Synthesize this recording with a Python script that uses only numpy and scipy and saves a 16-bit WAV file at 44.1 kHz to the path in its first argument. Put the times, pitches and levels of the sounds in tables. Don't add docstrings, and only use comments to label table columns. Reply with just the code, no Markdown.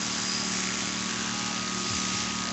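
import sys
import numpy as np
from scipy import signal
from scipy.io import wavfile

SR = 44100
rng = np.random.default_rng(int(sys.argv[2]) if len(sys.argv) > 2 else 0)


def generate_wav(signal):
    frames = np.transpose(np.atleast_2d(signal))
    scaled = np.clip(frames, -1, 1) * 32767
    pcm = np.round(scaled).astype(np.int16)
    wavfile.write(sys.argv[1], SR, pcm)


def invert_db(level):
    return 10 ** (np.asarray(level, dtype=float) / 20)


N = 111132
SHAFT_HZ = 59.42
SOUND_M_PER_S = 343
BRIGHT_FROM_HZ = 4900


def rms_one(x):
    return x / np.sqrt(np.mean(x ** 2) + 1e-20)


def in_time(rows):
    s, *columns = np.transpose(rows)
    return [np.interp(np.arange(N) / SR, s, c) for c in columns]


def drift(rate_hz):
    r = np.exp(-80 * np.pi * rate_hz / SR)
    chance = rng.standard_normal(N // 40 + 2002)
    slow = signal.lfilter([1], [1, -2 * r, r * r], chance)[2000:]
    return np.interp(np.arange(N) / 40, np.arange(len(slow)), rms_one(slow))


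def band(x, low, high):
    sos = signal.butter(2, [low, min(high, .45 * SR)], "band", fs=SR, output="sos")
    return signal.sosfilt(sos, x)


def high_pass(x, hz, run=signal.sosfilt):
    return run(signal.butter(2, hz, "high", fs=SR, output="sos"), x)


def banded_noise(spectrum, patchy_db, fast_db):
    hz, db = np.transpose(spectrum)
    edges = hz[0] * 2 ** np.arange(0, np.log2(hz[-1] / hz[0]) + .3, 1 / 3)
    white = rng.standard_normal((2, N))
    out = 0
    for k, (low, high) in enumerate(zip(edges, edges[1:])):
        level_db = np.interp(np.log(low * high) / 2, np.log(hz), db)
        flicker_db = patchy_db * drift(1.7) + fast_db * drift(36)
        out = out + invert_db(level_db + flicker_db) * band(white[k % 2], low, high)
    return rms_one(out)


def tone(turns, db, wobble_db):
    return np.sqrt(2) * invert_db(db + wobble_db * drift(3.5)) * np.cos(2 * np.pi * turns)


# (time [s], path to the engine shorter by [m])
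SWAY = [(0, -.05), (.63, .24), (.9, .26), (1.35, .11), (1.65, -.18), (1.9, -.21), (2.15, -.09), (2.52, -.1)]
# (frequency [Hz], level [dB per Hz])
RUMBLE = [(25, -36), (60, -13), (110, -6), (200, -1), (450, -8), (850, -2.5), (1200, -7.5), (1700, -3),
          (2200, -13.5)]
# (multiple of the engine rate [1], level [dB])
ENGINE_ORDERS = [(2, -56), (3, -56.5), (4, -58.5), (5, -40), (6, -43.5), (7, -50), (8, -49), (10, -52),
                 (12, -59), (14, -64), (15, -62.5), (16, -64)]


def engine():
    engine_hz, first_firing_s = 37.83, .0045
    wall_echo_s, wall_echo_share = .0101, .45
    heard_s = np.arange(N) / SR + in_time(SWAY)[0] / SOUND_M_PER_S
    turns = engine_hz * (heard_s - first_firing_s)
    out = invert_db(-41.5) * banded_noise(RUMBLE, patchy_db=1.3, fast_db=1.2)
    for k, db in ENGINE_ORDERS:
        echo = 1 + wall_echo_share * np.exp(-2j * np.pi * k * engine_hz * wall_echo_s)
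        out = out - tone(k * turns + np.angle(echo) / (2 * np.pi), db, wobble_db=1.3)
    return out


# (time [s], decay [s], level [dB], first pitch [Hz])
BUMPS = [
    (0.817, 0.034, -44, 115),
    (1.0, 0.027, -55, 95),
    (1.893, 0.045, -36, 125),
    (2.134, 0.02, -31, 125),
    (2.187, 0.029, -41.5, 122),
    (2.225, 0.025, -43, 88),
    (2.29, 0.0218, -42, 101),
]


def bumps():
    rise_s, sag_per_s, rough_db = .014, 7, 1.5
    out = 0
    for s, decay, db, hz in BUMPS:
        age = np.maximum(np.arange(N) / SR - s, 0)
        turns = hz / sag_per_s * (1 - np.exp(-sag_per_s * age))
        shape = (1 - np.exp(-age / rise_s)) * np.exp(-(age / decay) ** 2 / 2)
        level = np.sqrt(2) * invert_db(db + rough_db * drift(30.0))
        out = out + level * shape * np.sin(2 * np.pi * turns)
    return out


# (time [s], slot tone [dB], upper side tone [dB])
WHINE = [(0, -51, -50), (.7, -51, -49), (.9, -49, -48), (1.15, -46, -51), (1.35, -44, -52), (1.6, -42, -53),
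         (1.9, -40.5, -56), (2.2, -42, -54), (2.52, -42, -55)]
LOWER_SIDE_DB = [-47.5, -55.5]
# (multiple of the shaft rate [1], level [dB])
SHAFT_ORDERS = [(4, -64.5), (6, -55.5), (12, -76.5), (13, -71), (14, -56.5), (16, -59.5), (18, -67),
                (24, -69)]


def motor():
    slot_hz, mains_hum_hz, hum_start_turns = 1249.25, 120, .44
    t = np.arange(N) / SR
    near = t + in_time(SWAY)[0] / SOUND_M_PER_S / 3
    slot_db, upper_db = in_time(WHINE)
    out = tone(mains_hum_hz * t + hum_start_turns, -50.5, wobble_db=1.2)
    for k, db in zip([0, 1, -1, -2], [slot_db, upper_db, *LOWER_SIDE_DB]):
        out = out + tone((slot_hz + k * mains_hum_hz) * near + rng.random(), db, wobble_db=.7)
    for k, db in SHAFT_ORDERS:
        turns = k * SHAFT_HZ * t + rng.random() + .015 * k * drift(3.7)
        out = out + tone(turns, db, wobble_db=4.5)
    return out


# (time [s], length [s], pitch [Hz], level [dB])
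SQUEAKS = [
    (0.54, 0.08, 6800, -45),
    (0.56, 0.06, 6000, -46),
    (1.557, 0.2, 2775, -49),
    (2.002, 0.076, 6100, -45),
    (2.175, 0.01, 5700, -37),
]


def squeaks():
    half_width = .04
    t = np.arange(N) / SR
    out = 0
    for s, length, hz, db in SQUEAKS:
        swell = np.exp(-((t - s) / length) ** 2)
        sing = band(rng.standard_normal(N), hz * (1 - half_width), hz * (1 + half_width))
        out = out + invert_db(db) * swell * rms_one(sing)
    return out


# (time [s], path to the microphone longer by [m])
REACH = [(0, -.45), (.3, 0), (.75, .15), (1.1, -.15), (1.35, -.3), (1.6, -.75), (1.8, -.35), (1.97, 0),
         (2.25, -.05), (2.52, -.3)]


def contact(place, hz, width_hz, db, decay_ms, repeats=0.052):
    jitter_ms, spread_db, drift_db = .1, 1.2, .6
    turns = np.arange(int(N / SR * 60) - 1)
    chance = np.clip(rng.standard_normal((len(turns), 2)), -2, 2)
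    s = (turns + place) / SHAFT_HZ
    travel_s = np.interp(s, *np.transpose(REACH)) / SOUND_M_PER_S
    heard_s = s + travel_s + jitter_ms / 1000 * chance[:, 0]
    at = np.clip(heard_s * SR, 0, N).astype(int)
    clicks = np.zeros(N + 1) + 1e-18
    clicks[at] = invert_db(spread_db * chance[:, 1])
    clicks = clicks[:N]
    sample = np.arange(N)
    age = sample - np.maximum.accumulate(sample * (clicks > 1e-9))
    r = np.exp(-2000 / decay_ms / SR)
    burst = signal.lfilter([1], [1, -2 * r, r * r], clicks)
    low, high = hz - width_hz / 2, hz + width_hz / 2
    rough = rms_one(band(burst * rng.choice([-1, 1], N), low, high))
    same = rms_one(band(burst * np.sin(2 * np.pi * hz * age / SR), low, high))
    return invert_db(db + drift_db * drift(1.7)) * (np.sqrt(1 - repeats) * rough + np.sqrt(repeats) * same)


# (middle time [s], half length [s], place in turn [0-1], frequency [Hz], level [dB])
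CHATTER = [(0.19, 0.19, 0.7, 1600, -47), (0.66, 0.22, 0.7, 1665, -45), (1.32, 0.33, .82, 1570, -45),
           (2.1, 0.055, 1, 2100, -51), (2.45, .1, 0.9, 1640, -46.5), (0.3, 0.096, .56, 2750, -50),
           (1, 0.11, .93, 2300, -54), (1.38, 0.42, 0, 2750, -49), (1.3, 0.26, 0.5, 2790, -46.5),
           (1.65, .07, 0.7, 4600, -45), (2.15, 0.36, 0.1, 2770, -46), (2.1, 0.3, 0.7, 2500, -50),
           (.9, 0.11, .22, 3400, -45.5), (1.05, 0.1, 0.3, 3800, -49.5), (1.66, 0.53, 0.9, 3450, -51.5),
           (2.06, 0.38, 0, 3230, -50.5), (2.11, 0.21, 0.8, 3800, -47), (1.9, 0.098, 0.1, 4950, -43),
           (1.87, 0.043, .54, 4950, -38.5), (2.2, .12, 0.4, 4950, -46.5), (1.47, 0.1, .88, 6000, -47.5),
           (1.6, .07, .35, 6000, -44.5)]


def chatter():
    t = np.arange(N) / SR
    out = 0
    for s, length, place, hz, db in CHATTER:
        swell = np.exp(-((t - s) / length) ** 4)
        out = out + swell * contact(place, hz, .28 * hz, db, decay_ms=1.7, repeats=.7)
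    return out


# (time [s], blade pressure [dB], comb ring [dB], crank knock [dB], cutter clack [dB])
HAND = [(0, -35, -42, -54, -53.5), (.22, -34.5, -43, -52, -44), (.34, -35.5, -36, -44.5, -54),
        (.45, -35.5, -43, -56, -56), (.56, -33, -48, -46, -61), (.7, -35.5, -46, -38.5, -59),
        (.78, -35, -52, -42, -58), (.97, -37.5, -41.5, -45, -49), (1.1, -36.5, -55, -52, -50),
        (1.45, -37.5, -58, -65, -45.5), (1.6, -40.5, -57, -66, -45), (1.8, -35.5, -55, -49, -58),
        (1.86, -37, -50, -46, -55), (1.96, -34.5, -48, -43, -52.5), (2.22, -34.5, -51.5, -45, -45.5),
        (2.28, -38, -46, -49, -55), (2.39, -38, -65, -47, -40), (2.52, -40.5, -58.5, -56, -40.5)]
# (frequency [Hz], level [dB per Hz])
SLIDE = [(820, -37), (1400, -7.5), (1900, -6), (2060, -4.5), (2740, -4.5), (3800, -4.5), (6300, -3.5),
         (7500, -7.5), (8050, -28), (10800, -50.5), (18300, -120)]
# (place in turn [0-1], frequency [Hz], width [Hz], level [dB], decay [ms])
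TEETH = [(.22, 3300, 700, -12, 2.7), (0.89, 6120, 1120, 3, 2.2), (.13, 6860, 960, 0, 2.9),
         (0.45, 6800, 2100, 1, 4), (0.82, 7200, 1400, 2, 2.2), (0.5, 5190, 920, -9, 1.8)]
KNOCK = (.84, 2200, 1100, 0, 1.5)
CLACK = (.84, 4800, 3400, 0, 1.6)
RING_PLACES = [.25, .42, .58, .78]


def sliding(swing_db):
    stroke_db, stroke_place, shudder_db = 1.2, .92, .6
    hiss = banded_noise(SLIDE, patchy_db=.5, fast_db=1)
    heard_s = np.arange(N) / SR - in_time(REACH)[0] / SOUND_M_PER_S
    stroke = np.cos(4 * np.pi * (SHAFT_HZ * heard_s - stroke_place))
    hiss = hiss * invert_db(stroke_db * stroke + shudder_db * drift(40.0))
    bright = high_pass(hiss, BRIGHT_FROM_HZ, signal.sosfiltfilt)
    brightened = hiss + (invert_db(1.1 * swing_db) - 1) * bright
    return invert_db(-34.5 + .17 * swing_db) * brightened


def handpiece():
    press_db, ring_db, knock_db, clack_db = in_time(HAND)
    mean_db = press_db.mean()
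    swing_db = press_db - mean_db
    out = sliding(swing_db)
    for row in TEETH:
        follows = row[1] > BRIGHT_FROM_HZ
        out = out + invert_db(mean_db + follows * swing_db - 10) * contact(*row)
    for place in RING_PLACES:
        out = out + invert_db(ring_db - 4.5) * contact(place, hz=4940, width_hz=220, db=0, decay_ms=4)
    out = out + invert_db(knock_db - .5) * contact(*KNOCK, repeats=.45)
    return out + invert_db(clack_db + 1.5) * contact(*CLACK, repeats=.26)


def scene():
    return (engine() + bumps() + motor() + squeaks() + chatter() + handpiece())[None]


def low_pass(x):
    return signal.sosfilt(signal.butter(12, 8660, fs=SR, output="sos"), x)


def record(dry):
    low_cut = high_pass(dry, 27)
    top_cut = signal.cheby2(12, 62, 8940, fs=SR, output="sos")
    mix = signal.sosfilt(top_cut, low_cut)
    return low_pass(mix)


dry = scene()
out = record(dry)
generate_wav(out)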